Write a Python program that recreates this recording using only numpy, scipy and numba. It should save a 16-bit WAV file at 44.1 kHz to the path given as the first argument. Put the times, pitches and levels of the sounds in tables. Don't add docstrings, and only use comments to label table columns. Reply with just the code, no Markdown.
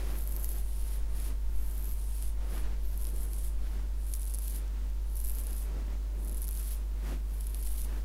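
import sys
import numpy as np
from scipy import signal
from scipy.io import wavfile
from scipy.ndimage import uniform_filter1d
from numba import njit

SR = 44100
rng = np.random.default_rng(int(sys.argv[2]) if len(sys.argv) > 2 else 0)


def voltage_ratio(decibels):
    exponent = np.asarray(decibels, float) / 20
    return 10 ** exponent


def digitize_waveform(pressure):
    field = np.atleast_2d(pressure).T
    bounded = np.clip(field, -1, 1)
    quanta = np.round(bounded * 32767).astype(np.int16)
    wavfile.write(sys.argv[1], SR, quanta)


N = 354828

# (per Hz, relative)
FAN_SPECTRUM = [(60, 9.5), (120, 4), (250, -4), (500, -26), (1000, -17.5), (2000, -32), (4000, -18),
                (7000, -22.5), (11000, -22.5), (17000, -16)]
MOTOR_TONE_HZ = [100.1, 150, 249.8, 349.8, 495.8, 589.1, 908.6, 949.4, 991.1]
MOTOR_TONE_DB = [-70, -81, -75, -69, -81, -75.5, -74, -84, -90]
# start_s, length_s, end_level_db, ring_hz,
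# scrape_db (dull scalp scrape over crackle)
DRAGS = [(.0, 0.11, -58.5, 10500, 4), (.14, 0.095, -51.5, 11800, -11), (.3, 0.16, -48.5, 11960, -20),
         (.5, 0.086, -50, 11700, -10), (.64, 0.32, -53, 10700, -4), (1.18, 0.1, -52.5, 10660, -3),
         (1.57, 0.36, -50.5, 12050, -16), (1.97, 0.31, -52.5, 10570, -6), (2.52, 0.077, -54.5, 10900, -8),
         (2.86, 0.083, -58.5, 11700, -5), (3.0, .09, -53, 11300, -9), (3.16, 0.084, -53.5, 10800, -9),
         (3.32, .16, -51.5, 10600, -9.5), (3.63, .12, -64, 10700, -2), (4.08, 0.085, -53, 10800, -12),
         (4.19, 0.38, -50.5, 10960, -8.5), (5.14, 0.26, -51.5, 11500, -12),
         (5.37, 0.26, -51.5, 11100, -8.5), (6.22, 0.22, -55.5, 11200, -13), (6.53, 0.21, -49.5, 11200, -7),
         (7.07, 0.056, -61, 11200, -13), (7.33, 0.25, -54.5, 11300, -10), (7.62, 0.22, -49.5, 10800, -7),
         (7.94, .04, -63, 11500, -9)]
# time_s, share (1 = crisp)
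DRYNESS = [(0, 0.29), (.7, 0.34), (2.4, 0.23), (3.1, 0.66), (3.4, 0.35), (4.05, 0.37), (4.25, 0.8),
           (5.4, 0.39), (5.6, 0.3), (6.3, 0.66), (6.75, .5), (7.5, 1)]
# start_s, length_s, level_db,
# brightness_db (swish up and rumble down), hollow_db (fold over the rest)
SLEEVE_STROKES = [(0, 0.17, -52.5, -0.5, -0.5), (.25, 0.36, -58.5, -1, 1), (.9, 0.13, -64, 5.5, 3),
                  (1.18, .13, -56, 0.5, -2.5), (1.6, 0.3, -60, -1, -8), (2.44, 0.1, -62.5, 4.5, 10),
                  (2.575, 0.066, -51, 0, -2.5), (2.68, 0.064, -55.5, -1, -5), (3.03, .35, -61, -3, 2.5),
                  (3.63, 0.17, -56, -0.5, -7), (4.35, 0.054, -69, 0, 8), (4.55, 0.31, -58.5, -1, -6),
                  (5.38, 0.17, -58.5, -1.5, -2.5), (5.68, 0.13, -55, -1.5, -1),
                  (5.89, 0.044, -55, -2.5, -3.5), (6.15, 0.23, -60.5, -5, 1), (6.6, 0.22, -62, 0, -8),
                  (7.085, 0.039, -47, -2, -7.5), (7.35, 0.43, -63, -0.5, 0), (7.93, 0.056, -54, 0, -1.5)]
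# start_s, length_s, rate_per_s, peak_db
SNAP_FLURRIES = [(.18, .34, 35, -37), (1.79, .14, 30, -41), (2.98, .08, 50, -37), (3.2, .05, 40, -40),
                 (4.15, .16, 90, -37), (4.35, .21, 60, -37), (5.15, .07, 200, -37), (5.24, .08, 220, -36),
                 (5.33, .26, 60, -39), (6.24, .41, 90, -38), (7.52, .31, 30, -39)]
# time_s, peak_db, ring_hz
SCALP_KNOCKS = [(.1856, -37, 11700), (.5096, -33.5, 11300), (0.5165, -32, 11100), (3.237, -38, 11200),
                (4.141, -28.5, 9400), (4.2751, -33, 9900), (4.2971, -34, 10000), (4.3523, -35, 10700),
                (4.481, -26, 11700), (5.2703, -29, 11800), (5.35, -31, 11600), (5.3856, -29, 11800),
                (5.4693, -28, 10800), (5.5307, -31, 10700), (5.584, -45, 10700), (6.346, -29.5, 10500),
                (6.43, -32, 10600), (6.443, -27.5, 10900), (6.4812, -26, 11300), (6.5296, -41, 11500),
                (6.5743, -28.5, 11600), (7.627, -30, 11800), (7.7179, -32, 11200), (7.8177, -31, 10600)]
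# time_s, peak_db, ring_hz, dull_db (dull part over ring)
LOUD_SNAPS = [(.2751, -26, 12200, -21), (.3225, -29, 10700, -25), (.3647, -24, 12600, -13),
              (.4448, -21, 11400, -15), (.4907, -26, 11200, -24), (1.7799, -34, 11700, -19),
              (2.9765, -31, 11800, -16), (3.0523, -34, 11600, 0), (3.0696, -28, 10300, -8),
              (3.334, -30, 11600, -9), (4.1377, -21, 10460, -10), (4.2087, -34, 10500, -23),
              (4.2314, -31, 10100, -9), (4.3225, -35, 11000, -12), (4.3394, -27, 10800, -6),
              (4.3465, -23, 10200, -22), (4.387, -25, 11000, -16), (5.2019, -27, 10600, -25),
              (5.248, -24, 11300, -25), (5.2778, -33, 11200, -16), (5.2974, -24, 11400, -26),
              (6.2955, -29, 10800, -15), (6.3724, -31, 10900, -21), (6.419, -24, 11700, -18),
              (6.475, -32, 11300, -22), (6.4897, -25, 12200, -10), (6.5108, -25, 11200, -20),
              (7.409, -29, 10500, -10), (7.4696, -28, 10400, -15), (7.546, -26.5, 10700, -6)]

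HUM_HZ, HUM_DB, HUM_PHASE_RAD = 49.955, -32.5, -1.27
AIR_HZ, AIR_DB = 5.6, -37
FAN_DB = -54
DRAG_SWELL_DB_PER_S, DRAG_RISE_DB_PER_S, DRAG_FALL_DB_PER_S = 20, 178, 330
HAND_REST = (-72, 11200, -4)  # level_db, ring_hz, scrape_db of fingers lying in the hair
RING_HZ_PER_DB = 69
RING_WIDTH_HZ, RING_WANDER = 3500, .06
BRUSH_RISE_DB_PER_S, BRUSH_FALL_DB_PER_S = 95, 210
CLOTH_REST = (-67, 1.5, -1)  # level_db, brightness_db, hollow_db
RUMBLE_DB, SWISH_DB, SHEEN_DB = -0.4, -3, -7.5
FLURRY_DB, FLURRY_SPREAD_DB, FLURRY_SPREAD_HZ = 3.4, -1.5, 380
FLURRY_DULL_DB, FLURRY_DULL_SPREAD_DB = -27, 1
KNOCK_DULL_DB = -10
TOP_HZ, END_S, FADE_S = 15770, 8.046, .004


def level(x, db):
    return x * voltage_ratio(db) / np.sqrt(np.mean(x ** 2))


@njit
def svf(x, hz, width):
    y, band_state, low_state = np.empty(len(x)), 0., 0.
    for i in range(len(x)):
        g = np.tan(np.pi * hz[i] / SR)
        damping = width / hz[i]
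        v = (band_state + g * (x[i] - low_state)) / (1 + g * (g + damping))
        band_state = 2 * v - band_state
        low_state = low_state + 2 * g * v
        y[i] = damping * v
    return y


def band(x, hz, width):
    return svf(x, np.clip(hz * np.ones(N), 1., .45 * SR), 1. * width)


def walk(rate):
    k = int(SR / rate)
    held = np.repeat(rng.standard_normal(N // k + 1), k)
    return 0.86 * uniform_filter1d(uniform_filter1d(held, k), k)[:N]


def slips(rate, spread_db):
    happens = rng.random(N) < rate / SR
    size = rng.exponential(size=N)
    sign = rng.choice([-1., 1.], N)
    return level(happens * sign * voltage_ratio(spread_db * size), 0)


def gestures(table, rest, rise, fall, swell):
    t = np.arange(0, N, 32) / SR
    start, length, db, *columns = (c[:, None] for c in np.transpose(table))
    late = t - start - length
    ramp_db = -rise * np.clip(start - t, 0, None) - fall * np.clip(late, 0, None)
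    power = voltage_ratio(db + swell * np.clip(late, -length, 0) + ramp_db) ** 2
    rest_power = voltage_ratio(rest[0]) ** 2
    total = power.sum(axis=0) + rest_power
    shortfall_db = 10 * np.log10(power + 1e-18) - db
    curves = [10 * np.log10(total), (power * shortfall_db).sum(axis=0) / total]
    for column, at_rest in zip(columns, rest[1:]):
        curves.append(((power * column).sum(axis=0) + rest_power * at_rest) / total)
    return [np.interp(np.arange(N) / SR, t, c) for c in curves]


def hum():
    tone = np.sqrt(2) * voltage_ratio(HUM_DB) * np.cos(2 * np.pi * HUM_HZ * np.arange(N) / SR + HUM_PHASE_RAD)
    air = band(rng.standard_normal(N), .5 * AIR_HZ, AIR_HZ) * voltage_ratio(6.3 * walk(1.655))
    air = signal.sosfilt(signal.butter(2, 34, fs=SR, output="sos"), air)
    return tone + level(air, AIR_DB)


def fan():
    table_hz, table_db = np.transpose(FAN_SPECTRUM)
    rush = 0
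    for hz in 60 * 2 ** np.arange(0, 8.6, .5):
        db = np.interp(np.log(hz), np.log(table_hz), table_db) + 1.5 * walk(6)
        rush = rush + voltage_ratio(db) * band(rng.standard_normal(N), hz, hz / 1.21)
    t = np.arange(N) / SR
    tones = 0
    for hz, db in zip(MOTOR_TONE_HZ, MOTOR_TONE_DB):
        loudness = voltage_ratio(db + 3.5 + 2.6 * walk(2.47))
        cycles = hz * t + .06 * walk(1.17) + rng.random()
        tones = tones + loudness * np.sin(2 * np.pi * cycles)
    return level(rush, FAN_DB) + tones


def hand():
    db, slack_db, hz, scrape_db = gestures(DRAGS, HAND_REST, DRAG_RISE_DB_PER_S,
                                           DRAG_FALL_DB_PER_S, DRAG_SWELL_DB_PER_S)
    return db, hz + RING_HZ_PER_DB * slack_db, scrape_db


def crackle():
    crackle_db, ring_hz, scrape_db = hand()
    times, share = np.transpose(DRYNESS)
    dry = np.interp(np.arange(N) / SR, times, share) * np.clip((crackle_db + 66) / 12, 0, 1)
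    bunches = voltage_ratio(dry * (2.5 * walk(300) + 4.3 * walk(110) + 1.6 * walk(40)))
    ticks = level(slips(rate=4500, spread_db=2.0) * bunches, 0)
    ring_hz = ring_hz * (1 + RING_WANDER * walk(300))
    ring = level(band(band(ticks, ring_hz, RING_WIDTH_HZ), ring_hz, 4 * RING_WIDTH_HZ), 0)
    skirt = level(band(ticks, 9370, 7200), -6)
    scrape = level(band(band(ticks, 8100, 8800), 2650, 3360), -2.2)
    return voltage_ratio(crackle_db) * (ring + skirt + voltage_ratio(scrape_db) * scrape)


def sleeve():
    cloth_db, _, bright_db, hollow_db = gestures(SLEEVE_STROKES, CLOTH_REST, BRUSH_RISE_DB_PER_S,
                                                 BRUSH_FALL_DB_PER_S, 0)
    rumble_db = cloth_db + RUMBLE_DB - bright_db
    fold_db = cloth_db + hollow_db
    swish_db = cloth_db + SWISH_DB + bright_db
    lumps = voltage_ratio(1.9 * walk(25))
    modes = ((rumble_db, 180, 170), (fold_db, 370, 330),
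             (swish_db, 1150, 2000), (swish_db + SHEEN_DB, 6000, 11000))
    out = 0
    for db, hz, width in modes:
        fibres = slips(rate=9000, spread_db=2.1) * lumps
        out = out + voltage_ratio(db) * level(band(band(fibres, hz, width), hz, 2 * width), 0)
    return out


def flurries():
    rows, ring_hz = [], hand()[1]
    for start, length, rate, db in SNAP_FLURRIES:
        count = round(length * rate)
        s = start + length * rng.random(count)
        chance = rng.standard_normal((3, count))
        peak_db = db + FLURRY_DB + FLURRY_SPREAD_DB * chance[0]
        hz = ring_hz[(s * SR).astype(int)] + FLURRY_SPREAD_HZ * chance[1]
        dull_db = FLURRY_DULL_DB + FLURRY_DULL_SPREAD_DB * chance[2]
        rows += zip(s, peak_db, hz, dull_db)
    return rows


def snaps(rows):
    s, peak_db, hz, dull_db = (c[:, None] for c in np.transpose(rows))
    chance = rng.random((len(s), 3))
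    t = (np.arange(500) - 24) / SR
    rise_s, fall_s = .00012, .00014 * (1 + .6 * chance[:, :1])
    shape = np.where(t < 0, np.exp(-(t / rise_s) ** 2), 1 / np.cosh(t / fall_s))
    ring = shape * np.sin(2 * np.pi * (hz * t + chance[:, 1:2]))
    dull_hz = 4400 + 1800 * chance[:, 2:]
    dull = np.exp(-(t / 0.00014) ** 2) * np.sin(2 * np.pi * dull_hz * t)
    scatter = uniform_filter1d(rng.standard_normal(ring.shape), size=5, axis=1)
    decay = (t > 0) * (np.exp(-t / 0.00067) + voltage_ratio(-15) * np.exp(-t / 0.011))
    tail = voltage_ratio(-3.5) * decay * scatter * np.sin(2 * np.pi * hz * t)
    snap = voltage_ratio(peak_db + 0.5) * (ring + tail + voltage_ratio(dull_db - 1.1) * dull)
    out = np.zeros(N + len(t))
    np.add.at(out, np.round((s + t) * SR).astype(int), snap)
    return out[:N]


def knocks():
    return snaps([(*row, KNOCK_DULL_DB) for row in SCALP_KNOCKS])


def scene():
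    room = hum() + fan()
    friction = crackle() + sleeve()
    releases = snaps(flurries()) + knocks() + snaps(LOUD_SNAPS)
    return (room + friction + releases)[None]


def band_limit(x):
    return signal.sosfilt(signal.butter(12, 16500, fs=SR, output="sos"), x)


def record(dry):
    top = signal.ellip(14, .2, 60, TOP_HZ, fs=SR, output="sos")
    fade = np.clip((END_S - np.arange(N) / SR) / FADE_S, 0, 1)
    mix = signal.sosfiltfilt(top, dry * fade)
    return band_limit(mix)


dry = scene()
out = record(dry)
digitize_waveform(out)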